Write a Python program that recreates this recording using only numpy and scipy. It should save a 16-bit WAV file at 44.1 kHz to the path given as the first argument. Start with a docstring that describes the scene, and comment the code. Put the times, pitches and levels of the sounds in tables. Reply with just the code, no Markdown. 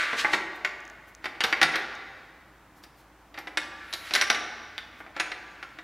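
"""A bare concrete garage, the microphone close to an upturned bicycle, a low hum and far outdoor noise behind.
A metal part scrapes, then knocks: hard contacts and hand-damped clanks that leave the frame ringing
faintly and the walls answering with a long tail. Weight thumps on the floor, clothing brushes, tiny ticks snap.
After a lull from 2 s, the knocks return at 3.3 s as parts are fitted; near 4 s a far engine swells
and a part squeaks as it is pushed home. Softer knocks and scrapes end the scene."""
import sys
import numpy as np
from scipy import signal
from scipy.fft import rfft, irfft
from scipy.io import wavfile
from scipy.ndimage import uniform_filter1d

SR = 44100
rng = np.random.default_rng(int(sys.argv[2]) if len(sys.argv) > 2 else 0)


def store_wav(level_fs):
    """Save 16-bit WAV to argv[1]."""
    pcm = np.round(np.clip(np.atleast_2d(level_fs), -1, 1) * 32767)
    wavfile.write(sys.argv[1], SR, pcm.T.astype(np.int16))


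N = 257103
TIME = np.arange(N) / SR


def undb(db):
    """Decibels to gain."""
    return 10 ** (np.asarray(db) / 20)


def unit(x):
    """Scale to rms 1."""
    return x / np.sqrt(np.mean(x ** 2))


def along(hz, points, values):
    """Join values by straight lines on a log-frequency axis."""
    return np.interp(np.log(hz + 1), np.log(points), values)


def tint(x, spectrum):
    """Colour a sound with (frequency [Hz], gain [dB]) points, at rms 1."""
    gain_db = along(np.fft.rfftfreq(len(x), 1 / SR), *np.transpose(spectrum))
    return unit(irfft(rfft(x) * undb(gain_db), len(x)))


def causal(gain):
    """Minimum-phase response of a gain curve: nothing sounds before the blow."""
    cepstrum = irfft(np.log(gain))
    cepstrum[len(cepstrum) // 2:] = 0
    cepstrum[1:] *= 2
    return np.exp(rfft(cepstrum))


def fade(t, t60):
    """Exponential decay, 60 dB in t60 seconds."""
    return np.exp(-np.log(1000) * t / t60)


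def swell(start, length, attack, release):
    """Envelope that rises up to its start, holds and dies away; attack and release are time constants."""
    return np.exp(np.minimum(TIME - start, 0) / attack - np.maximum(TIME - start - length, 0) / release)


def add(track, s, sound):
    """Mix a sound in at time s."""
    i = int(s * SR)
    track[i:i + len(sound)] += sound[:N - i]


def through(x, response):
    """Pass a sound through an impulse response."""
    return signal.fftconvolve(x, response)[:N]


# distant outdoor noise as it reaches the garage: (frequency [Hz], relative level [dB])
OUTDOOR_SPECTRUM = [(20, -29), (38, -7), (60, -3), (110, -3.5), (200, -4), (250, -6.5), (300, 2), (400, -9),
                    (560, -6.5), (830, -4.5), (1500, -7.5), (4200, -24.5), (10000, -31.5), (15500, -31.5)]


def background(outdoor_db=-56, hum_hz=55, hum_db=-65):
    """Steady noise from far outside, over a low hum."""
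    outdoors = undb(outdoor_db) * tint(rng.standard_normal(N), OUTDOOR_SPECTRUM)
    hum = undb(hum_db) * np.sqrt(2) * np.sin(2 * np.pi * hum_hz * TIME)
    return outdoors + hum


# one part sliding on another: (time [s], length [s], level [dB], hiss relative to the level [dB])
SLIDING_STROKES = [(0, 0.038, -27.5, -12.5), (0.069, 0.069, -32.5, -15.5), (0.186, 0.022, -32, 0.5),
                   (.245, .05, -39, -12), (0.338, 0.003, -43.5, 11.5), (1.253, .003, -44.5, -7),
                   (1.353, .005, -48, -19), (1.746, 0.013, -27, -32.5), (3.366, .004, -50, -18),
                   (3.78, 0.26, -49.5, -12.5), (4.059, 0.093, -45.5, -3.5), (4.182, 0.02, -30, -15),
                   (4.354, 0.02, -37.5, -28), (4.93, .05, -56, -15), (5.167, 0.11, -42.5, -21),
                   (5.418, .4, -58, -12)]


def scrape(slips_per_s=1100, scatter_db=2.7, attack_s=0.014, release_s=0.018):
    """Dense uneven slips shake the part during each stroke; faster sliding adds a gritty hiss."""
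    slips = (rng.random((2, N)) < slips_per_s / SR) * rng.standard_normal((2, N))
    slips *= undb(scatter_db * rng.standard_normal((2, N)))
    grit = unit(slips) + 1.35 * rng.standard_normal((2, N))
    body = tint(grit[0], [(100, -41), (300, -17), (600, -10.5), (1000, -9), (1500, 4), (2250, 3.5),
                          (2900, -6), (4200, -11.5), (7000, -43), (15000, -46)])
    hiss = tint(grit[1], [(300, -35), (1500, -17), (2600, 6), (4000, 5.5), (6000, -1), (8000, -7),
                          (11000, -13.5), (15000, -26)])
    return sum(undb(db) * swell(s, length, attack_s, release_s) * (body + undb(hiss_db) * hiss)
               for s, length, db, hiss_db in SLIDING_STROKES)


# long rings of the frame and its fittings, with a resonance of the garage itself near 311 and 325 Hz:
# (frequency [Hz], relative level [dB], t60 [s])
FRAME_MODES = [(232, -9.5, 2.8), (311.3, -4, 0.49), (325.5, 1.5, 0.16), (847.5, 3, 0.19), (1119, 2.5, 0.43),
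               (1174, -0.5, 1), (1354, 1.5, 0.37), (1606, -17, 1.6), (2140, -35, .8), (2250, -13.5, 0.51),
               (2530, -24, 0.52), (2680, -14, 0.42), (2730, -19, 0.2), (3002, -26, 0.37), (3620, -14, 0.71),
               (3940, -12.5, 1.03), (4370, -24, 0.17), (4570, -34, .65), (5600, -30, 0.21),
               (5610, -9, 0.31), (6588, -14, 1.9)]


def frame_ring(contacts, ring_db=-58):
    """Lightly damped modes of tubes and fittings ring on after each scrape and blow, and the garage answers
    briefly near 320 Hz."""
    t = TIME[:SR]
    modes = sum(undb(db) * fade(t, t60) * np.cos(2 * np.pi * hz * t) for hz, db, t60 in FRAME_MODES)
    return undb(ring_db) * through(contacts, modes)


# tail of the bare concrete room: (frequency [Hz], t60 [s], relative level [dB])
GARAGE_TAIL = [(95.4, 1.1, -5.5), (239, 1.38, 3.5), (316, 0.93, 7), (394, 1.42, 5), (735, 1.54, 2),
               (1550, 1.594, -1.5), (2730, 1.46, -5), (5400, 1.41, -8), (9000, 0.89, -6),
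               (15300, 0.41, -19)]


def garage(early_db=-7, early_t60=0.39, tail_db=-4, build_s=0.0016, bands=27):
    """Near walls and floor answer first, then a diffuse tail that loses its treble."""
    t = TIME[:2 * SR]
    f = np.fft.rfftfreq(len(t), 1 / SR)
    hz, t60, db = np.transpose(GARAGE_TAIL)
    spectrum = rfft(rng.standard_normal(len(t)))
    centres = np.geomspace(hz[0], hz[-1], bands)
    tail = 0
    for centre, weights in zip(centres, np.eye(bands)):
        band = irfft(spectrum * along(f, centres, weights))
        tail += band * fade(t, along(centre, hz, t60)) * undb(along(centre, hz, db))
    onset = 1 - np.exp(-(t / build_s) ** 2)
    reflections = rng.standard_normal(len(t)) * (rng.random(len(t)) < .05)
    early = unit(reflections * fade(t, early_t60) * onset) / np.sqrt(len(t))
    return undb(early_db) * early + undb(tail_db) * tail * onset / np.sqrt(.1 * SR)


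def shifting_echo(x, shift_hz=1.7):
    """The parts move between blows, so the pattern of echoes at the microphone keeps shifting."""
    angle = 2 * np.pi * shift_hz * TIME
    return through(x * np.cos(angle), garage()) + through(x * np.sin(angle), garage())


# short rings of the hand-held steel part: (frequency [Hz], width [Hz], nominal lift [dB])
STEEL_MODES = [(3705, 210, 4.5), (4140, 260, 1.5), (4700, 40, 8.5), (6670, 96, 8.5), (7140, 130, 10),
               (7790, 220, 7.5), (8550, 63, 9.5), (9590, 790, 7), (10720, 56, 11.5), (11260, 100, 12),
               (13050, 450, 24.5), (13700, 120, 11), (14000, 140, 18), (14800, 180, 26)]


def steel_gain(f, grip_db=7.5):
    """The grip and the point of contact favour different resonances of the part at each blow."""
    favour = undb(grip_db * rng.standard_normal(len(STEEL_MODES)))
    peaks = sum(share * (undb(db) - 1) / (1 + (2 * (f - hz) / width) ** 2)
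                for share, (hz, width, db) in zip(favour, STEEL_MODES))
    return (1 + peaks) * undb(along(f, [2500, 6000, 10000], [0, -2.5, -6]))


# mean colour of a clank: (frequency [Hz], relative level [dB])
CLANK_SPECTRUM = [(100, -22.5), (200, -16), (310, -6), (480, -8.5), (800, -1.5), (1100, -5.5), (1500, 2),
                  (2100, 1), (2900, -4), (4200, -10.5), (5700, -11.5), (7000, -27), (11000, -29),
                  (15500, -65)]


def clank(weight_db, hardness_db, ping_hz, contact_share, t60, crack_t60=0.037, size=8192):
    """A hard contact, then a crowd of short modes with one leading ping."""
    t, f = TIME[:size], np.fft.rfftfreq(size, 1 / SR)
    body, crack = rng.standard_normal((2, size))
    body = tint(body, [(100, -4.5), (2200, 6), (5000, -13), (15000, -3)]) * fade(t, t60)
    crack = tint(crack, [(300, 5.5), (1500, -20), (3500, 6), (15000, -14)]) * fade(t, crack_t60)
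    modes = rfft(unit(body + 0.56 * crack)) / np.sqrt(size)
    push = 1 / (1 + 1j * f / 6000)  # the contact lasts a moment, which rounds its treble
    spectrum = np.sqrt(1 - contact_share) * modes + np.sqrt(contact_share) * push
    outline = np.sqrt(uniform_filter1d(abs(spectrum) ** 2, 75))  # divided out to leave the fine peaks
    # weight lifts the thud and, less, the knock; hardness lifts the brightness and the fizz above it
    knock_db, fizz_db = 0.65 * weight_db, 1.44 * hardness_db - 1.5
    colour_db = along(f, *np.transpose(CLANK_SPECTRUM))
    colour_db += along(f, [350, 850, 1500, 2300, 4000, 9000],
                       [weight_db, knock_db, 0, 0, hardness_db, fizz_db])
    # small stiff parts ping more purely than large ones; a firm contact damps the ping and so widens it
    ping_db = 6.5 + 3.2 * np.log2(ping_hz / 2000)
    width_hz = 100 * (1 + 3 * contact_share)
    ping = 1 + (undb(ping_db) - 1) / (1 + ((f - ping_hz) / width_hz) ** 2)
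    sound = irfft(spectrum * causal(undb(colour_db) * ping * steel_gain(f) / outline))
    return sound / np.sqrt(np.sum(sound ** 2) / (0.012 * SR))  # the energy of 12 ms at rms 1


def blow(db, weight_db, hardness_db, ping_hz, contact_share, firm_db=-17, firm_t60=0.053):
    """One contact: a firm blow comes from a tight grip, which damps the clank sooner."""
    t60 = firm_t60 * 2 ** ((firm_db - db) / 47)  # twice as long when 47 dB softer
    return undb(db) * clank(weight_db, hardness_db, ping_hz, contact_share, t60)


# metal on metal at the bicycle: (time [s], level [dB], weight [dB], hardness [dB], ping [Hz],
# bare contact share [0-1], rebound [share of the blow])
METAL_BLOWS = [(0.131, -28.5, 9, -2, 1930, 0, 0), (0.2463, -19, 1, -26, 2030, 0.03, 0.12),
               (0.334, -19.5, 2.5, -1.5, 1960, .05, 0.58), (0.6481, -23, -3.5, -1, 2070, 0.21, 0.2),
               (1.2422, -33, 3, -1, 1850, 0, 0), (1.257, -28.5, 4.5, 0, 2010, .25, 0.059),
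               (1.4061, -23, -2, 2.5, 2950, 0.42, 0.39), (1.438, -20.5, 1.5, 7.5, 1670, 0.08, 0.58),
               (1.527, -19, -3, -3, 2160, 0.44, 0.18), (1.615, -16.5, -5.5, 1.5, 1880, 0, .3),
               (1.6285, -15, 1, 5, 1980, 0, 0), (1.7574, -27.5, 7, 8.5, 1940, 0.4, 0.11),
               (2.838, -48.5, 2, 6.5, 4950, 0.27, 0), (3.343, -44, 6.5, 0.5, 1960, .1, 0.56),
               (3.376, -36, 3.5, -1.5, 2020, 0, 0.53), (3.388, -45, 11, 14, 12800, 0.5, 0.098),
               (3.4716, -35, 4, -1, 2000, 0.06, 0.015), (3.573, -22, -1, 5.5, 1770, 0.28, .1),
               (3.9278, -33, -2, 8, 4000, .1, 0.11), (3.9375, -29.5, 2, 11.5, 3870, 0.6, 0.028),
               (4.109, -33, 8, 4.5, 2630, 0.37, 0), (4.1376, -22.5, 3, 12.5, 3920, 0.37, 0.34),
               (4.151, -20.5, -3.5, 12, 1700, 0.03, 0.93), (4.213, -20, -8, 6, 5700, .4, 0.76),
               (4.3009, -17.5, -2, 4.5, 5760, .15, 0.3), (4.347, -26.5, -7, 2.5, 2100, .1, 0),
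               (4.78, -32, -4.5, 0.5, 3420, 0.69, 0.014), (5.004, -41, 5.5, -13, 1410, 0.34, 0),
               (5.064, -45, 6, -10, 1250, 0.06, 0.083), (5.1648, -34.5, 9, 0.5, 1720, 0.13, 0.14),
               (5.1987, -24, -4, 4.5, 2530, 0.1, 0.64), (5.3172, -31.5, -3, 0, 1950, 0, 0.071),
               (5.6273, -36, -6, -2.5, 1400, 0, 0), (5.787, -39.5, 3, -3, 1930, 0, 0.056)]


def knocks(rebound_s=0.0075, rebound_hardness_db=-12, rebound_hz=2050):
    """Parts strike each other; a loose one drops back once, softer and duller."""
    out = np.zeros(N)
    for s, db, weight_db, hardness_db, ping_hz, contact_share, rebound in METAL_BLOWS:
        add(out, s, blow(db, weight_db, hardness_db, ping_hz, contact_share))
        drop = blow(db, weight_db, hardness_db + rebound_hardness_db, rebound_hz, contact_share=0)
        add(out, s + rebound_s, rebound * drop)
    return out


# weight landing on the concrete floor: (time [s], level [dB])
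FLOOR_THUMPS = [(0.132, -58), (0.337, -42.5), (1.615, -33.5), (1.63, -46)]


def thumps(t60=0.21, rise_s=0.03, size=8192):
    """Soft, heavy pushes shake only the low modes."""
    out, t = np.zeros(N), TIME[:size]
    envelope = fade(t, t60) * (1 - fade(t, rise_s))
    colour = [(35, -36), (70, -14), (110, -18), (160, -5), (230, -5.5), (400, -9.5), (2000, -68)]
    for s, db in FLOOR_THUMPS:
        add(out, s, undb(db) * envelope * tint(rng.standard_normal(size), colour))
    return out


# clothing against the bicycle: (time [s], half-width [s], level [dB])
CLOTH_BRUSHES = [(0.56, 0.01, -58.5), (1.087, .015, -62), (2.78, .022, -65), (2.84, 0.0099, -55.5),
                 (2.996, 0.032, -64.5), (5, 0.02, -63.5)]


def cloth():
    """Fabric brushes past in short swells of high, soft hiss."""
    envelope = sum(undb(db) * np.exp(-((TIME - s) / width) ** 2) for s, width, db in CLOTH_BRUSHES)
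    colour = [(500, -17), (2500, 7), (5000, 5.5), (9000, 0.5), (14000, 4.5), (16000, -6)]
    return envelope * tint(rng.standard_normal(N), colour)


# tiny dry ticks close to the microphone: (time [s], level [dB])
CLOSE_TICKS = [(.805, -56), (.853, -54), (.8784, -55), (0.9, -53), (1.1502, -48.5), (1.953, -53)]


def ticks(hz=6300, t60=0.0024, size=256):
    """Single tiny snaps, too close and weak to wake the room."""
    out, t = np.zeros(N), TIME[:size]
    snap = unit(np.sin(2 * np.pi * hz * t) * fade(t, t60))
    for s, db in CLOSE_TICKS:
        add(out, s, undb(db) * snap)
    return out


def far_engine(start_s=3.8, length_s=1, fade_s=0.25, db=-66.5, start_hz=83, rise_hz_per_s=8):
    """An engine far from the garage speeds up steadily, swells and fades."""
    hz = start_hz + rise_hz_per_s * (TIME - start_s)
    drone = np.sqrt(2) * np.sin(2 * np.pi * np.cumsum(hz) / SR)
    return undb(db) * drone * swell(start_s, length_s, fade_s, fade_s)


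def squeak(line_hz=14000, line_db=-64.5, rub_hz=10900, rub_db=-61.5):
    """A part is pushed home: friction sings in one thin line above a narrow band of hiss."""
    f = np.fft.rfftfreq(N, 1 / SR)
    friction = 0
    for hz, width_hz, db in [(line_hz, 70, line_db), (rub_hz, 600, rub_db)]:
        band = rfft(rng.standard_normal(N)) / (1 + ((f - hz) / width_hz) ** 2)
        friction += undb(db) * unit(irfft(band, N))
    return friction * swell(start=3.93, length=0.16, attack=0.046, release=0.035)


def scene(width_db=-26, side_noise_db=-73):
    """The bicycle stands straight ahead of the microphone; room treble and faint noise spread a little."""
    contacts = knocks() + scrape()
    bike = contacts + frame_ring(contacts) + thumps() + squeak() + cloth()
    mid = bike + shifting_echo(bike) + ticks() + background() + far_engine()
    room = through(bike, garage())
    room_colour = [(100, 5.1), (500, 10.4), (1500, 0.92), (4000, 13.5), (8000, 25), (15000, 16)]
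    noise_colour = [(40, 23), (200, 16), (1000, 1), (5000, 11.5), (15000, 8.5)]
    side = undb(width_db) * np.std(room) * tint(room, room_colour)
    side += undb(side_noise_db) * tint(rng.standard_normal(N), noise_colour)
    return np.array([mid + side, mid - side])


def record(dry, top_hz=15700):
    """The recorder cuts the top with a steep low-pass."""
    return signal.sosfilt(signal.ellip(8, .2, 70, top_hz, fs=SR, output="sos"), dry)


dry = scene()
out = record(dry)
store_wav(out)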